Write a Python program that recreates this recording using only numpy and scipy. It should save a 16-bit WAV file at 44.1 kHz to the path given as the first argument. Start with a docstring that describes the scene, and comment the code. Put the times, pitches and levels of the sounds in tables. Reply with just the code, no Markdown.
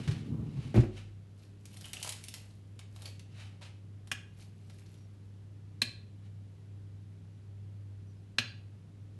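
"""A fridge hums over faint room air throughout: wavering sines and coloured noise.
A drawer rolls with a rumble and purr (noise) amid brushing and rattles, then thuds shut (struck modes).
The seal of a plastic tub is peeled off, rustling, crackling and squeaking (slips, bursts, rings).
Cloth and a hand brush past (soft noise) and stiff plastic clicks three times, ringing (burst and modes).
The room is small and hard (diffuse tail); after the first click, a few faint chirps sound far off."""
import sys
import numpy as np
from scipy import signal
from scipy.fft import rfft, irfft, next_fast_len
from scipy.io import wavfile
from scipy.ndimage import uniform_filter1d

SR = 44100
rng = np.random.default_rng(int(sys.argv[2]) if len(sys.argv) > 2 else 0)


def materialize(psi):
    """Save the field psi as 16-bit PCM at rate SR to the path in sys.argv[1].

    A 1-D psi becomes a single channel; in a 2-D psi each row is a channel.
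    """
    bounded = np.clip(np.atleast_2d(psi).T, -1, 1)
    quanta = np.round(bounded * 32767).astype(np.int16)
    wavfile.write(sys.argv[1], SR, quanta)


N = 405263
TIME = np.arange(N) / SR


def from_db(db):
    """Decibels to gain."""
    return 10 ** (np.asarray(db) / 20)


def rms_one(x):
    """Scale to unit power."""
    return x / np.sqrt(np.mean(x ** 2) + 1e-20)


def at_hz(points, hz):
    """Interpolate a table on a log-frequency axis."""
    freqs, values = np.transpose(points)
    return np.interp(np.log(np.maximum(hz, 1)), np.log(freqs), values)


def colour(x, spectrum):
    """Minimum-phase filter with the given (f/Hz, level/dB) response, via the folded cepstrum."""
    size = 2 * next_fast_len(len(x) // 2 + 2048)
    log_gain = np.log(from_db(at_hz(spectrum, np.fft.rfftfreq(size, 1 / SR))))
    cepstrum = irfft(log_gain)
    cepstrum[1:size // 2] *= 2
    cepstrum[size // 2 + 1:] = 0
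    response = np.exp(rfft(cepstrum))
    return irfft(rfft(x, size) * response)[:len(x)]


def noise(spectrum):
    """Coloured noise of unit power."""
    return rms_one(colour(rng.standard_normal(N), spectrum))


def drift(per_s):
    """Random values joined by straight lines, unit power."""
    knots = rng.standard_normal(8192)
    return rms_one(np.interp(TIME * per_s, np.arange(len(knots)), knots))


def burst(t, t60_s, rise_s=0.00016):
    """Decaying noise of unit energy, its spectrum flattened."""
    x = rng.standard_normal(len(t)) * from_db(-60 * t / t60_s) * (1 - np.exp(-t / rise_s))
    power = uniform_filter1d(np.abs(rfft(x)) ** 2, size=len(t) // 200 + 1)
    inverse = np.column_stack([np.fft.rfftfreq(len(t), 1 / SR), -10 * np.log10(power)])
    even = colour(x, inverse[1:])  # skip 0 Hz
    return even / np.linalg.norm(even)


def ring(t, modes):
    """Decaying sines (f/Hz, level/dB, t60/s), neighbours in opposite sign."""
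    total = 0
    for k, (hz, db, t60_s) in enumerate(modes):
        total = total + (-1) ** k * from_db(db - 60 * t / t60_s) * np.sin(2 * np.pi * hz * t)
    return total


def add(track, s, sound):
    """Mix a sound in at a time."""
    start = int(s * SR)
    track[start:start + len(sound)] += sound[:N - start]


def swell(s, db, rise_s, fall_s, hold_s=0):
    """Gain that peaks at s, holds and falls, by 20 dB in each rise or fall time."""
    away = np.maximum((s - TIME) / rise_s, (TIME - s - hold_s) / fall_s)
    return from_db(db - 20 * np.clip(away, 0, 10))


def strokes(rows):
    """Gain of a series of movements, added in power."""
    return np.sqrt(sum(swell(*row) ** 2 for row in rows))


# reverberation time: f/Hz, t60/s
ROOM_T60 = [(100, 0.31), (400, 0.55), (1200, 0.41), (3000, 0.42), (4500, 0.35), (7000, 0.36), (12000, 0.21)]


def kitchen(x, wet_db, build_s=0.0022):
    """Direct sound plus a diffuse tail that dies band by band."""
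    t, tail = TIME[:SR * 3 // 4], 0
    edges_hz = np.geomspace(60, 15000, 13)
    for low, high in zip(edges_hz, edges_hz[1:]):
        band_pass = signal.butter(2, [low, high], "band", fs=SR, output="sos")
        band = signal.sosfilt(band_pass, rng.standard_normal(len(t)))
        tail = tail + band * from_db(-60 * t / at_hz(ROOM_T60, np.sqrt(low * high)))
    tail = tail * (1 - np.exp(-t / build_s))
    tail = tail / np.linalg.norm(tail)
    return x + from_db(wet_db) * signal.fftconvolve(x, tail)[:N]


# hum partials: multiple of HUM_HZ, mean level/dB
HUM = [(1, -50), (1.61, -65.5), (2, -69), (3.001, -75), (4, -77)]
HUM_HZ = 99.9


def fridge(waver_db=2.0, wander_rad=0.28):
    """A compressor hums at twice the mains rate, level and phase wavering a little."""
    phase = 2 * np.pi * HUM_HZ * TIME
    out = np.zeros(N)
    for k, db in HUM:
        gain = np.sqrt(2) * from_db(db + waver_db * drift(6.1))
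        out += gain * np.sin(k * (phase + wander_rad * drift(7)))
    return out


# still-air spectrum: f/Hz, relative level/dB
AIR_COLOUR = [(25, -44.5), (45, -17), (60, -13), (80, -12.5), (125, -9), (160, -13), (350, -24), (580, -32),
              (1000, -39), (3000, -43), (9400, -53), (11500, -54.5), (12500, -74.5)]
AIR_DB = -57.5


def room_air():
    """The still room is steady coloured noise."""
    return from_db(AIR_DB) * noise(AIR_COLOUR)


# jolts on the runners: t/s, rumble level/dB before lumps
JOLTS = [(0.0, -32), (0.08, -28.5), (0.12, -34.5), (0.555, -37.5)]
# box rumble spectrum: f/Hz, relative level/dB
ROLL_COLOUR = [(26, -39), (45, -16), (113, 0.5), (157, 1.5), (183, -11.5), (221, -11), (292, -18),
               (373, -18.5), (564, -33), (1200, -38.5), (1560, -47), (2640, -120)]
# roller purr spectrum: f/Hz, relative level/dB
PURR_COLOUR = [(120, -31), (190, 2.5), (230, 5), (290, -3.5), (400, -14.5), (600, -27.5), (1200, -51.5)]
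ROLL_END_S, ROLL_DB = 0.68, -42
PURR_FROM_S, PURR_TO_S, PURR_DB, SLOW_PURR_DB = 0.265, 0.41, -43.5, -52
ROLL_ATTACK_S, ROLL_RELEASE_S = 0.022, 0.16   # per 20 dB


def rolling(lumpy_db=3.5, jolt_fall_s=0.05):
    """The drawer's box rumbles, louder at each jolt; its rollers purr loudest midway, at full speed."""
    moving = swell(0, 0, ROLL_ATTACK_S, ROLL_RELEASE_S, ROLL_END_S)
    jolts = strokes([(s, db, ROLL_ATTACK_S, jolt_fall_s) for s, db in JOLTS])
    rumble = np.hypot(from_db(ROLL_DB) * moving, jolts) * from_db(lumpy_db * drift(40.1))
    fast = swell(PURR_FROM_S, PURR_DB, ROLL_ATTACK_S, ROLL_RELEASE_S, PURR_TO_S - PURR_FROM_S)
    purr = np.hypot(from_db(SLOW_PURR_DB) * moving, fast)
    return rumble * noise(ROLL_COLOUR) + purr * noise(PURR_COLOUR)


# cloth and hand strokes: peak t/s, level/dB before gain, rise/s and fall/s per 20 dB
BRUSHES = [(0.0, -52, 0.05, 0.2), (0.125, -54, 0.12, 0.21), (0.63, -58.5, 0.3, 0.34),
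           (0.98, -54, 0.084, 0.095), (3.41, -54.5, 0.12, 0.14), (3.62, -50.5, 0.0058, 0.1),
           (6.26, -70, 0.08, 0.05)]
# brushing spectrum: f/Hz, relative level/dB
BRUSH_COLOUR = [(290, -34), (500, -3), (942, -7), (3040, 0), (3340, -6), (3770, -3.5), (5140, -9.5),
                (10900, -19), (12000, -28), (12500, -53), (16200, -74), (22000, -120)]


def brush(gain_db=-1, grain_db=1.5):
    """Cloth and skin slide with a soft, slightly grainy hiss."""
    return strokes(BRUSHES) * from_db(gain_db + grain_db * drift(140)) * noise(BRUSH_COLOUR)


# loose things in the drawer: t/s, level/dB before gain
RATTLES = [(0.0765, -26.5), (0.084, -45), (0.111, -30.5), (0.119, -49), (0.742, -35), (0.762, -29.5),
           (0.784, -35), (0.803, -32)]
# rattle spectrum: f/Hz, relative level/dB
RATTLE_COLOUR = [(400, -23), (900, -2), (1600, 7.5), (2400, 5.5), (4000, 3), (6500, -3), (11000, -11.5),
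                 (12500, -26)]


def rattles(gain_db=12, t60_s=0.091):
    """The drawer's contents shift in brief clatters."""
    t, out = TIME[:SR // 4], np.zeros(N)
    for s, db in RATTLES:
        add(out, s, from_db(db + gain_db) * burst(t, t60_s))
    return colour(out, RATTLE_COLOUR)


# drawer meeting its stop: t/s, thud level/dB, contact/ms, knock level/dB before gain
THUDS = [(0.7431, -41, 0.7, -5), (0.7555, -12.5, 2.04, -3.5), (0.774, -8, 2.13, -5.5),
         (0.7904, -9.5, 2.9, -14), (0.834, -41, 4.9, -12)]
# drawer and worktop modes: f/Hz, level/dB, t60/s
CABINET = [(47.3, -37, 1), (63, -25, 0.16), (120.4, 1, 0.12), (152, -8, 0.26), (213.5, -3.5, 0.18),
           (289.5, -8.5, 0.18), (341, -5, 0.23), (373.3, -7, 0.21), (502, -10.5, 0.3), (597, -17, .2)]
# woody knock spectrum: f/Hz, relative level/dB
KNOCK_COLOUR = [(60, 1), (150, 7), (340, 4), (480, -6), (750, -10), (1000, -18), (1600, -20), (2500, -21.5),
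                (5000, -43.5)]


def drawer(knock_gain_db=19, knock_t60_s=0.14):
    """The drawer bumps home in a few contacts, each a soft push on the modes and a woody knock."""
    t, out = TIME[:SR // 2], np.zeros(N)
    body = ring(t, CABINET)
    for s, db, contact_ms, knock_db in THUDS:
        push = np.exp(-t * 2e3 / contact_ms) * t
        thud = signal.fftconvolve(body, push / push.sum())[:len(t)]
        knock = colour(burst(t, knock_t60_s), KNOCK_COLOUR)
        add(out, s, from_db(db) * thud)
        add(out, s, from_db(knock_db + knock_gain_db) * knock)
    return out


# pulls on the seal: peak t/s, level/dB before gain, rise/s and fall/s per 20 dB
PULLS = [(1.42, -65.5, 0.08, 0.08), (1.87, -52.5, 0.19, 0.053), (2.03, -51, 0.22, 0.43),
         (2.345, -54.5, 0.03, 0.11), (3.058, -49, 0.1, 0.076), (4.41, -57.5, 0.06, 0.068),
         (4.78, -65.5, 0.29, 0.41)]
# peeling spectrum: f/Hz, relative level/dB
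PEEL_COLOUR = [(180, -42), (300, 10.5), (635, -1), (867, -3), (1010, -9), (2790, -1.5), (3480, -5.5),
               (4060, -2), (6290, -7), (10900, -7.5), (11600, -5), (12500, -49), (16200, -38),
               (22000, -120)]


def peel(slips_per_s=1500, spread_db=4, clump_db=3.0, gain_db=-1):
    """The seal lets go in countless clumped slips, each ringing a small patch for a few cycles."""
    sizes = from_db(spread_db * np.minimum(rng.exponential(1, N), 3)) * rng.choice([-1, 1], N)
    slips = sizes * (rng.random(N) < slips_per_s / SR) * from_db(clump_db * drift(90))
    pitches_hz = np.geomspace(600, 12000, 16)
    odds = pitches_hz ** .5 / np.sum(pitches_hz ** .5)
    patch_hz, rustle = rng.choice(pitches_hz, N, p=odds), 0
    for hz in pitches_hz:
        hits = slips * (patch_hz == hz) + 1e-18
        rustle = rustle + signal.lfilter(*signal.iirpeak(hz, 3, fs=SR), hits) / hz ** .25
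    return strokes(PULLS) * from_db(gain_db) * rms_one(colour(rustle, PEEL_COLOUR))


# larger creases flipping: t/s, level/dB and low pop level/dB before gains
CREASES = [(1.655, -40, -59), (1.7424, -45.5, -52), (1.77, -39.5, -51), (1.8424, -48, -68),
           (1.855, -38, -72), (1.9322, -26, -47), (2.0281, -24, -69), (2.0464, -30.5, -30.5),
           (2.0747, -30, -31.5), (2.0917, -23.5, -55), (2.1226, -28.5, -59), (2.2389, -33.5, -68),
           (2.2838, -31.5, -60), (2.34, -30, -47), (2.7916, -35.5, -46), (2.9618, -40, -44),
           (3.0204, -37.5, -47), (3.057, -32, -48), (3.1943, -38.5, -58), (3.612, -50, -42),
           (4.073, -41, -50), (4.397, -54, -68), (4.6981, -44, -51), (4.9414, -51, -60)]
# crease spectrum: f/Hz, relative level/dB
CREASE_COLOUR = [(400, -18), (900, -9.5), (1400, -5.5), (2100, -1), (3100, 4), (4200, 2.5), (7000, -0.5),
                 (11000, 0.5), (13000, -10)]
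# seal comes free and slack; treble before gain
FREE_S, TAUT_TREBLE_DB, SLACK_TREBLE_DB = 2.5, -9.5, -16


def creases(gain_db=12, t60_s=0.043, treble_db=11, pop_db=22, patch_db=-31, patch_t60_s=0.019, count=12):
    """Each crease flips with a dry tick and rings its patch of the sheet; taut is bright, slack duller."""
    t, out = TIME[:SR // 8], np.zeros(N)
    for s, db, low_db in CREASES:
        patch = [(hz, patch_db, patch_t60_s) for hz in rng.uniform(1828, 11590, count)]
        high_db = db + (TAUT_TREBLE_DB if s < FREE_S else SLACK_TREBLE_DB)
        tint = [(950, low_db + pop_db), (1900, db), (4000, db), (8000, high_db + treble_db)]
        flip = burst(t, t60_s) + ring(t, patch)
        add(out, s, from_db(gain_db) * colour(flip, tint))
    return colour(out, CREASE_COLOUR)


# squeaks of the seal; the last row a light touch ringing the tub's rim: t/s, level/dB, f/Hz, swell/s
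SQUEAKS = [(1.842, -46, 3020, 0.0043), (1.935, -43, 2750, 0.0021), (1.968, -44.5, 2900, 0.0017),
           (2.812, -56, 2200, 0.0021), (3.054, -46.5, 4500, 0.0032), (4.700, -56, 1980, 0.0018),
           (8.474, -56, 4605, 0.0094)]


def squeaks_and_touch(ring_share=4):
    """Rubbing (noise) rings one patch of plastic; a longer swell gives a purer note."""
    t, out = TIME[:SR // 5], np.zeros(N)
    for s, db, hz, swell_s in SQUEAKS:
        patch = ring(t, [(hz, 0, ring_share * swell_s)])
        rubbed = signal.fftconvolve(rng.standard_normal(len(t)), patch)[:len(t)]
        envelope = t / swell_s * np.exp(1 - t / swell_s)
        add(out, s, from_db(db) * rms_one(rubbed) * envelope)
    return out


# plastic snapping: t/s, then level/dB of whole, crack (before gain), wall, rim knock, rim ring,
# treble, hollow (all but the first relative)
SNAPS = [(4.115, -26, -1.5, 5.5, -10.5, -34, -2, -24.5), (5.8175, -22.5, -2.5, -0.5, 12, -20.5, 0.5, -17),
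         (8.3839, -18.5, -3, 3, 4, -32, -10.5, -19)]
# tub wall modes: f/Hz, level/dB, t60/s
TUB = [(1130, -16, .03), (1380, -16, .02), (1670, -6.5, .02), (1966, -12, .03), (2330, -9, .025),
       (2448, -8, .035), (2597, -8, .03), (2820, -9, .018), (2945, -12, .03), (3250, -11, .03),
       (3510, -12, .02), (3995, -6, .02), (4165, -9, .025), (5330, -15, .025), (6500, -13, .03),
       (7690, -17, .04), (8900, -14, .035), (11000, -20, .03)]
# crack spectrum: f/Hz, relative level/dB
CRACK_COLOUR = [(300, -7), (770, -6), (920, -17.5), (1130, -4.5), (1450, -10.5), (1680, -3.5), (2080, -2.5),
                (2600, 6.5), (4200, -3), (5500, -4.5), (9000, -9.5), (12500, -12)]
# stiff rim modes: f/Hz, level/dB, t60/s
RIM = [(4130, -9, .22), (3790, -14.5, 0.29), (4300, -8, 0.14), (4235, -5, 0.4), (4500, -17, .38),
       (4605, -23, 0.49)]
# modes of the hollow behind the walls: f/Hz, level/dB, t60/s
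HOLLOW = [(111.4, -4, 0.9), (238, 4, 0.1)]
WALL_HZ, RIM_HZ = 1620, 4120


def snaps(crack_gain_db=26, crack_t60_s=0.051, hollow_lag_s=0.0055, width=1.24):
    """Stiff plastic snaps through: a crack, the ringing walls and rim, then the hollow behind them."""
    t, out = TIME[:SR // 2], np.zeros(N)
    for s, db, crack_db, wall_db, knock_db, ring_db, treble_db, hollow_db in SNAPS:
        crack = colour(burst(t, crack_t60_s, rise_s=0.0017), CRACK_COLOUR)
        snap = ring(t, TUB) + from_db(crack_db + crack_gain_db) * crack
        wall = [(WALL_HZ / width ** 2, 0), (WALL_HZ, wall_db), (WALL_HZ * width, 0)]
        rim = [(RIM_HZ / width, 0), (RIM_HZ, knock_db), (RIM_HZ * width, 0)]
        tinted = colour(snap, wall + rim + [(9000, treble_db)])
        add(out, s, from_db(db) * (tinted + from_db(ring_db) * ring(t, RIM)))
        add(out, s + hollow_lag_s, from_db(db + hollow_db) * ring(t, HOLLOW))
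    return out


# far-off chirps: t/s, length/s, start f/Hz, end f/Hz, level/dB
CHIRPS = [(4.942, 0.14, 5800, 5550, -77), (8.06, 0.081, 5900, 5820, -80), (8.15, .06, 5140, 5150, -81)]


def chirps(waver_hz=45):
    """Thin whistles, gliding slightly and wavering in pitch."""
    out = np.zeros(N)
    for s, length_s, start_hz, end_hz, db in CHIRPS:
        n = int(length_s * SR)
        pitch_hz = np.linspace(start_hz, end_hz, n) + waver_hz * drift(180)[:n]
        tone = np.sin(2 * np.pi * np.cumsum(pitch_hz) / SR)
        add(out, s, from_db(db) * signal.windows.tukey(n) * tone)
    return out


def scene():
    """Drawer, seal and tub in the kitchen, over hum, chirps and room air."""
    background = fridge() + room_air() + chirps()
    cupboard = kitchen(rolling() + drawer(), wet_db=-13.5)
    loose = kitchen(brush() + rattles(), wet_db=-7.5)
    seal = kitchen(peel() + creases() + squeaks_and_touch(), wet_db=-6.0)
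    tub = kitchen(snaps(), wet_db=-11.5)
    return (background + cupboard + loose + seal + tub)[None]


CUTOFF_HZ = 12000


def record(dry):
    """The microphone drops the deepest bass; the top is cut steeply."""
    high_pass = signal.butter(6, 39, "high", fs=SR, output="sos")
    low_pass = signal.ellip(8, .2, 70, CUTOFF_HZ, fs=SR, output="sos")
    return signal.sosfilt(low_pass, signal.sosfilt(high_pass, dry))


dry = scene()
out = record(dry)
materialize(out)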